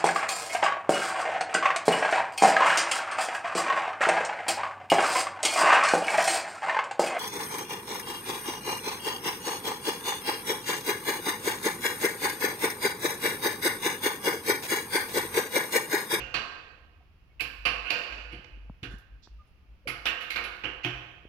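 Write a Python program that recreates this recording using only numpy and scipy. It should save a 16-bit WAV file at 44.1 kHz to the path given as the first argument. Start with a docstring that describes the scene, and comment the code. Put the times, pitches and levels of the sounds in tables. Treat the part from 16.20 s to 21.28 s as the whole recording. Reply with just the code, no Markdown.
"""Steel knocks on steel and rings into a factory hall: a bed frame is being bolted together by hand.
A spanner and a loose bracket strike the tubes; each blow is a clatter of crowded resonances
with single modes ringing on into the long echo. In between, joints squeak, a bolt scrapes and
soft bumps land close to the microphone. Underneath lie a low swelling drone and the air of the hall."""
import sys
import numpy as np
from scipy import signal
from scipy.fft import rfft, irfft
from scipy.io import wavfile

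SR = 44100
rng = np.random.default_rng(int(sys.argv[2]) if len(sys.argv) > 2 else 0)


def to_wav(sig):
    """Store sig (one row per channel, or 1-D mono) as 16-bit WAV at the path in sys.argv[1].

    Samples outside -1..1 are clipped; the rate is SR.
    """
    pcm = np.clip(np.atleast_2d(sig), -1, 1) * 32767
    pcm = np.round(pcm).astype(np.int16)
    wavfile.write(sys.argv[1], SR, pcm.T)  # frames by channels


N = 224061

# Ringing modes of frame, bracket and edges. Each row: frequency in Hz, level in dB, t60 in seconds.
FRAME_MODES = [(481, -4, 1.1), (706, 0, .7), (863, -8, 1.1), (1110, -5, .8), (1222, -2, .9),
               (1260, -5, .85), (1456, -2, 1.1), (1564, -2, .9), (1591, 0, 1.1)]
BRACKET_MODES = [(2236, -5, .4), (2402, -5, .25), (2446, 0, .4), (2511, -5, .45), (2580, -7, .3),
                 (2644, -1, .7), (2715, -2, .6), (2778, 1, .75), (2861, -1, .6), (2945, -7, .5),
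                 (3077, -6, .45), (3120, -9, .4)]
EDGE_MODES = [(3445, -11, .5), (3833, -14, .5), (4043, -12, .6), (4334, -1, .55), (4592, -3, .55),
              (4724, 0, .8), (5540, -10, .45), (5790, -10, .5)]
# The rasp of the steel edges. Each row: frequency in Hz, level in dB.
EDGE_SPECTRUM = [(2600, -38), (3400, 3.5), (4000, -0.5), (4500, 1), (5200, -7), (5750, -3.5), (6250, -15),
                 (7600, -16), (9000, -50)]
# How alike left and right sound. Each row: frequency in Hz, likeness from 0 to 1.
LIKENESS = [(100, 0.75), (350, 0.94), (700, 0.68), (1500, 0.087), (4000, 0.042)]
RIPPLE_HZ = np.arange(0, 23000, 45)
RIPPLE = rng.standard_normal(len(RIPPLE_HZ))  # crowded resonances keep their places from blow to blow
RING_TIME = np.arange(int(1.5 * SR)) / SR


def amp(db):
    """Decibels to gain."""
    return 10 ** (np.asarray(db) / 20)


def read(points, hz):
    """A table read along a logarithmic frequency axis."""
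    f, value = np.transpose(points)
    return np.interp(np.log(hz + 1), np.log(f + 1), value)


def add(mix, s, sound):
    """Adds a sound to the mix at s seconds, which may lie before the start."""
    at = round(s * SR)
    sound = sound[..., max(-at, 0):]
    part = mix[:, max(at, 0):][:, :sound.shape[-1]]
    part += sound[..., :part.shape[1]]


def left_right(pan_db, hz):
    """Left and right gains: the left side is shaded, most of all in the low treble."""
    # Each row: frequency in Hz, factor on the pan in dB.
    shade = [(200, 0.0), (700, 0.44), (1300, 0.45), (2400, 1.61), (4400, 0.87), (15000, 0.98)]
    left_db = pan_db * read(shade, hz)
    return amp([left_db, np.zeros_like(left_db)])


def noise(colour, pan_db, size):
    """Stereo noise coloured by a function from Hz to dB, alike in the bass, with rms 1 on the right."""
    hz = np.fft.rfftfreq(size, 1 / SR)
    right, other = rfft(rng.standard_normal((2, size)))
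    likeness = read(LIKENESS, hz)
    left = likeness * right + np.sqrt(1 - likeness ** 2) * other
    x = irfft(np.array([left, right]) * amp(colour(hz)) * left_right(pan_db, hz), size)
    return x / x[1].std()


def spot_lift(hz, spot_hz, lift_db=7, width=0.13):
    """The point of contact lifts the resonances around one frequency, in dB."""
    return lift_db * np.exp(-(np.log((hz + 1) / spot_hz) / width) ** 2)


def hall(x, gap_s=0.002, build_s=0.0029):
    """A diffuse echo that builds up, each band dying at its own speed."""
    # Each row: frequency in Hz, t60 in seconds.
    decay_times = [(100, 0.58), (400, 1.29), (1400, 1), (2700, 1.074), (4500, 0.82), (7500, 0.83),
                   (11000, 0.63), (16000, 1.09)]
    hz, t, bands = signal.stft(noise(np.zeros_like, 0, 2 * SR), SR, nperseg=256)
    tail = signal.istft(bands * amp(-60 * t / read(decay_times, hz)[:, None]), SR, nperseg=256)[1]
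    tail *= 1 - np.exp(-np.maximum(np.arange(tail.shape[1]) / SR - gap_s, 0) / build_s)
    return signal.fftconvolve(x, tail / np.linalg.norm(tail[1]), axes=1)[:, :N]


def air(level_db=-58, pan_db=-4):
    """The steady rumble and hiss of the hall."""
    # Each row: frequency in Hz, relative level in dB.
    spectrum = [(20, -9), (65, 1.5), (120, -11), (200, -18.5), (400, -25.5), (900, -29), (1400, -28),
                (2000, -29.5), (2700, -24), (3700, -38), (5000, -38.5), (8400, -57), (10500, -48),
                (15500, -50)]
    return amp(level_db) * noise(lambda hz: read(spectrum, hz), pan_db, N)


def drone(hz=51.2, wander_hz=1.84, rise_s=0.053, fall_s=0.072, left_lead_rad=0.38):
    """A low tone that comes in smooth swells, its pitch unsteady."""
    # Each row: start in seconds, length in seconds, level in dB.
    swells = [(-.03, 0.15, -45.5), (0.115, .13, -46), (1.16, 0.27, -48.5), (1.36, 0.35, -43),
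              (1.884, 0.35, -42.5), (2.298, .28, -41.5), (2.65, .17, -39), (2.871, 0.16, -44),
              (3.076, .18, -44), (3.46, 0.13, -46.5), (3.618, 0.37, -49.5), (4.1, 0.29, -50),
              (4.4, 0.25, -49), (4.707, 0.12, -43)]
    t = np.arange(N) / SR
    drift = np.interp(t, np.linspace(0, t[-1], 60), rng.standard_normal(60))
    level = np.zeros(N)
    for start, length, db in swells:
        opening = np.clip(np.minimum((t - start) / rise_s, (start + length - t) / fall_s), 0, 1)
        level += amp(db) * np.sin(np.pi / 2 * opening) ** 2
    phase = 2 * np.pi * np.cumsum(hz + wander_hz * drift) / SR
    return level * np.sin([phase + left_lead_rad, phase])


def bumps(width_cycles=0.41):
    """Dull, dry pushes of about one cycle, close to the microphone."""
    # Each row: centre in seconds, peak in dB, frequency in Hz.
    pushes = [(2.150, -40, 253.4), (2.195, -45.5, 148.2), (2.375, -48.5, 245.5), (2.498, -39.5, 706),
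              (2.502, -35, 149), (2.632, -34.5, 121), (2.742, -36.5, 181), (3.074, -44.5, 1000),
              (3.075, -49, 352), (3.671, -35, 348), (5.054, -41, 317), (5.062, -50, 64.8)]
    out = np.zeros((2, N))
    t = RING_TIME[:SR // 10] - 0.05
    for centre, db, hz in pushes:
        push = -np.exp(-(hz * t / width_cycles) ** 2) * np.sin(2 * np.pi * hz * t)
        add(out, centre + t[0], amp(db) * push / abs(push).max())
    return out


def scrape(start_s=3.02, level_db=-54.5, rise_s=0.017, hold_s=0.015, t60=0.15, pan_db=-22):
    """A bolt slides along the edge of its hole: one short, bright rasp."""
    t = np.arange(N) / SR - start_s
    fade_db = -60 * np.maximum(t - rise_s - hold_s, 0) / t60
    stroke = np.clip(t / rise_s, 0, 1) * amp(level_db + fade_db)
    return stroke * noise(lambda hz: read(EDGE_SPECTRUM, hz) + spot_lift(hz, 5400, width=0.46), pan_db, N)


def squeaks(pan_db=-9, bend=0.012):
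    """The joints squeak, each time on one tone that sags a little."""
    # Each row: start in seconds, length in seconds, pitch in Hz, peak in dB.
    chirps = [(0.8, 0.023, 730, -58), (1.085, 0.069, 2210, -64.5), (2.857, 0.05, 1546, -70),
              (2.918, 0.064, 1588, -76), (3.178, 0.061, 1217, -54), (3.652, 0.025, 526, -40)]
    out = np.zeros((2, N))
    for start, length, hz, db in chirps:
        t = RING_TIME[:round(length * SR)]
        pitch = hz * (1 + bend * np.cos(np.pi * t / length))
        tone = np.sin(2 * np.pi * np.cumsum(pitch) / SR) * np.sin(np.pi * t / length) ** 2
        add(out, start, amp(db) * left_right(pan_db, hz)[:, None] * tone)
    return out


def attack(t, crack, hard_s=0.0022, soft_s=0.032, firmness=10):
    """A square blow sounds at once; a glancing one, with little crack, swells in."""
    return 1 - np.exp(-t / (hard_s + soft_s * np.exp(-firmness * crack)))


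def clatter(spectrum, spot_hz, pan_db, crack, t60, ripple_db=2, crack_s=0.0013, peak_db=6, width_hz=13):
    """Crowded resonances struck at once, main modes standing out: a short crack, then a steady decay."""
    t = RING_TIME[:SR // 2]
    body = amp(-60 * t / t60) * attack(t, crack)
    spike = crack ** 2 / (crack + 0.27) * t / crack_s * np.exp(1 - t / crack_s)
    mode_hz, mode_db, _ = np.transpose(FRAME_MODES + BRACKET_MODES + EDGE_MODES)

    def colour(hz):
        peaks = np.exp(-((hz[:, None] - mode_hz) / width_hz) ** 2) @ amp(mode_db)
        ripple = np.interp(hz, RIPPLE_HZ, RIPPLE)
        return read(spectrum, hz) + spot_lift(hz, spot_hz) + peak_db * peaks + ripple_db * ripple
    return noise(colour, pan_db, len(t)) * (body + spike)


def ring(modes, spot_hz, pan_db, crack, spread_db=3.5):
    """Single modes ring out as decaying sines; each blow weighs them a little differently."""
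    hz, db, t60 = np.transpose(modes)
    weight, phase, skew = rng.standard_normal((3, len(hz)))
    strength = amp(db + spot_lift(hz, spot_hz) + spread_db * weight)
    strength /= np.linalg.norm(strength)
    left_lead = skew * (1 - read(LIKENESS, hz)) / 2
    stereo = left_right(pan_db, hz) * np.exp(1j * np.pi * np.array([phase + left_lead, phase]))
    t = RING_TIME[:round(t60.max() * SR)]
    waves = np.exp(np.outer(2j * np.pi * hz - np.log(1000) / t60, t))
    onset = attack(t, crack) * (1 - np.exp(-t * hz.min()))  # the lowest mode needs a cycle to build
    return ((stereo * strength) @ waves).real * onset


def blows():
    """Each blow sounds tubes, bracket, edges and base; hard-seated ones ring on and fill the hall."""
    # Steel on steel. Each row: start in seconds, force in dB; trims in dB for tube clang, bracket clink,
    # edge rasp, contact tick and low thud; pan in dB, lasting ring in dB, crack as a factor (near 0 is
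    # a glancing rub); the frequencies in Hz lifted in the tubes, bracket, edges and tick.
    hits = [(-.05, -26.5, -13, 5, -13.5, -53, -6.5, -12.5, 2.5, .3, 544, 2700, 6400, 10200),
            (.141, -29, -2, 7, -2, -25.5, -10.5, -12, -2.5, 0.71, 1120, 2810, 4430, 10900),
            (1.196, -19, -26.5, -2.5, -34, -33, -38, -12.5, -4.5, 0.32, 1110, 2650, 4700, 14000),
            (1.2059, -21.5, -20, -13, -17.5, -22.5, -22, -13.5, -3, 1.34, 1640, 2620, 4850, 14300),
            (1.452, -13, -17.5, -3, -18.5, -34, -25, -12.5, -2, .4, 1150, 2710, 4590, 10600),
            (1.648, -24, -21.5, -4, -25, -40, -30, -14, 7.5, 0.14, 1480, 2700, 4400, 10200),
            (1.7036, -17, -18, -3.5, -17, -33.5, -31, -12, 1.15, 2.12, 614, 2620, 4670, 13000),
            (1.923, -41.5, -14, -3.5, -16, -40, -23, -14, 8.5, 4.6, 1470, 2770, 4730, 10100),
            (2.118, -30.5, -23, -6, -24, -37, -10.5, -10, -0.5, 0.28, 480, 2950, 4540, 10100),
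            (2.244, -54.5, -13, -4, -17, -44.5, -4, -20, -2.5, 10.4, 485, 2770, 5400, 10180),
            (2.630, -34, -8.5, 0, -10.5, -27.5, -4, -11, -11, 0.87, 1580, 2850, 3140, 11000),
            (2.701, -45, -7, -7.5, -8.5, -16.5, 1, -29, -24.5, .1, 1650, 2800, 6900, 10200),
            (2.783, -61.5, -22.5, -5, -6, -7.5, -9, -16.5, -19, 2, 1575, 2820, 6700, 12000),
            (3.271, -64.5, -16, -20.5, -14, -16, -24, -13.5, -6.5, .9, 1400, 2810, 6760, 10200),
            (3.673, -20, -18, -4, -19, -23, -20, -10, -3, 0.4, 1334, 2140, 4890, 10630),
            (3.855, -15.5, -17, -7, -15.5, -33, -38, -7.5, -7.5, 1.04, 1340, 2870, 3450, 13500),
            (3.866, -18.5, -15.5, -2.5, -19, -32, -40, -14.5, -2, 0.94, 1760, 2790, 3400, 13000),
            (4.004, -35.5, -11, 4, -9.5, -19.5, -41, -9.5, 2, 0.24, 1340, 3020, 3600, 13000),
            (4.104, -28.5, -19, -1, -11, -22, -31, -8, 2, 1.53, 1380, 2080, 4140, 14200),
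            (4.159, -21, -12.5, -3, -17, -34, -37.5, -10, -3.5, 0.96, 1300, 2200, 4200, 13000),
            (4.238, -31, -11, .5, -12, -22, -38, -13, -1.5, .6, 1530, 2690, 3700, 10500),
            (4.436, -18, -19, -5.5, -27, -50, -19.5, -10.5, -3.5, 0.32, 390, 3030, 3040, 11000),
            (4.633, -29, -19, 4, -15.5, -43, -16, -7, -2, 0.18, 700, 2600, 6050, 10200),
            (4.646, -14, -25, -11, -29.5, -44, -14.5, -10.5, -1, 1.5, 626, 3160, 3370, 13800)]
    # Tone colours of the clang, the clink and the tick. Each row: frequency in Hz, level in dB.
    tube_spectrum = [(150, -16.5), (330, -6.5), (430, -4), (520, 2), (600, -5.5), (700, 0.5), (920, -7),
                     (1080, 0), (1250, 1.5), (1400, -0.5), (1600, 3.5), (1950, 0.5), (2600, -30),
                     (3600, -54)]
    bracket_spectrum = [(1500, -29), (2050, -4), (2250, 3.5), (2480, 3), (2800, 0), (3100, -2),
                        (3400, -12.5), (4200, -47.5)]
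    tick_spectrum = [(5000, -31), (7000, 2.5), (8200, -4), (9000, -3.5), (10100, 6), (11200, 2.5),
                     (12000, -1), (13200, 1.5), (14500, -8.5), (15800, -10.5)]
    # The thud of the slatted base. Each row: frequency in Hz, level in dB, t60 in seconds.
    base_modes = [(110, -8, .4), (123, 0, .5), (165, -3, .25), (205, -7, .2), (275, -2, .2), (312, -3, .2),
                  (356, 0, .25), (405, -2, .22), (480, -3, .3)]
    near, sent = np.zeros((2, 2, N))
    for (start, force_db, clang_db, clink_db, rasp_db, tick_db, thud_db,
         pan_db, ring_db, crack, tube_hz, bracket_hz, edge_hz, tick_hz) in hits:
        # Each row: sound, trim in dB, hall send in dB.
        layers = [
            (clatter(tube_spectrum, tube_hz, pan_db, crack, t60=0.56), clang_db + 1.5, -1.5),
            (ring(FRAME_MODES, tube_hz, pan_db, crack), clang_db + ring_db - 5.5, -8),
            (clatter(bracket_spectrum, bracket_hz, pan_db, crack, t60=0.29), clink_db - 1, -4.5),
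            (ring(BRACKET_MODES, bracket_hz, pan_db, crack), clink_db + ring_db - 15.5, -9),
            (clatter(EDGE_SPECTRUM, edge_hz, pan_db, crack, t60=0.28, ripple_db=4), rasp_db + 2, -3),
            (ring(EDGE_MODES, edge_hz, pan_db, crack), rasp_db + ring_db - 22.5, -9),
            (clatter(tick_spectrum, tick_hz, pan_db, 0.71 * crack, t60=0.19, ripple_db=4),
             tick_db + 3.5, -7),
            (ring(base_modes, 306, pan_db, crack), thud_db + 4, -12)]
        for sound, trim_db, send_db in layers:
            add(near, start, amp(force_db + trim_db) * sound)
            add(sent, start, amp(force_db + trim_db + send_db + ring_db) * sound)
    return near + amp([[1.5], [0.3]]) * hall(sent)  # the echo returns a little louder on the left


def scene(rubbing_send_db=-11):
    """The work on the frame over the background of the hall."""
    knocks = blows() + bumps()
    rubbing = scrape() + squeaks()
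    return knocks + rubbing + amp(rubbing_send_db) * hall(rubbing) + drone() + air()


def record(dry, cutoff_hz=16150):
    """The recorder's band limit cuts off the very top of the treble."""
    lowpass = signal.firwin(401, cutoff_hz, window=("kaiser", 8), fs=SR)
    return signal.oaconvolve(dry, lowpass[None], "same")


dry = scene()
out = record(dry)
to_wav(out)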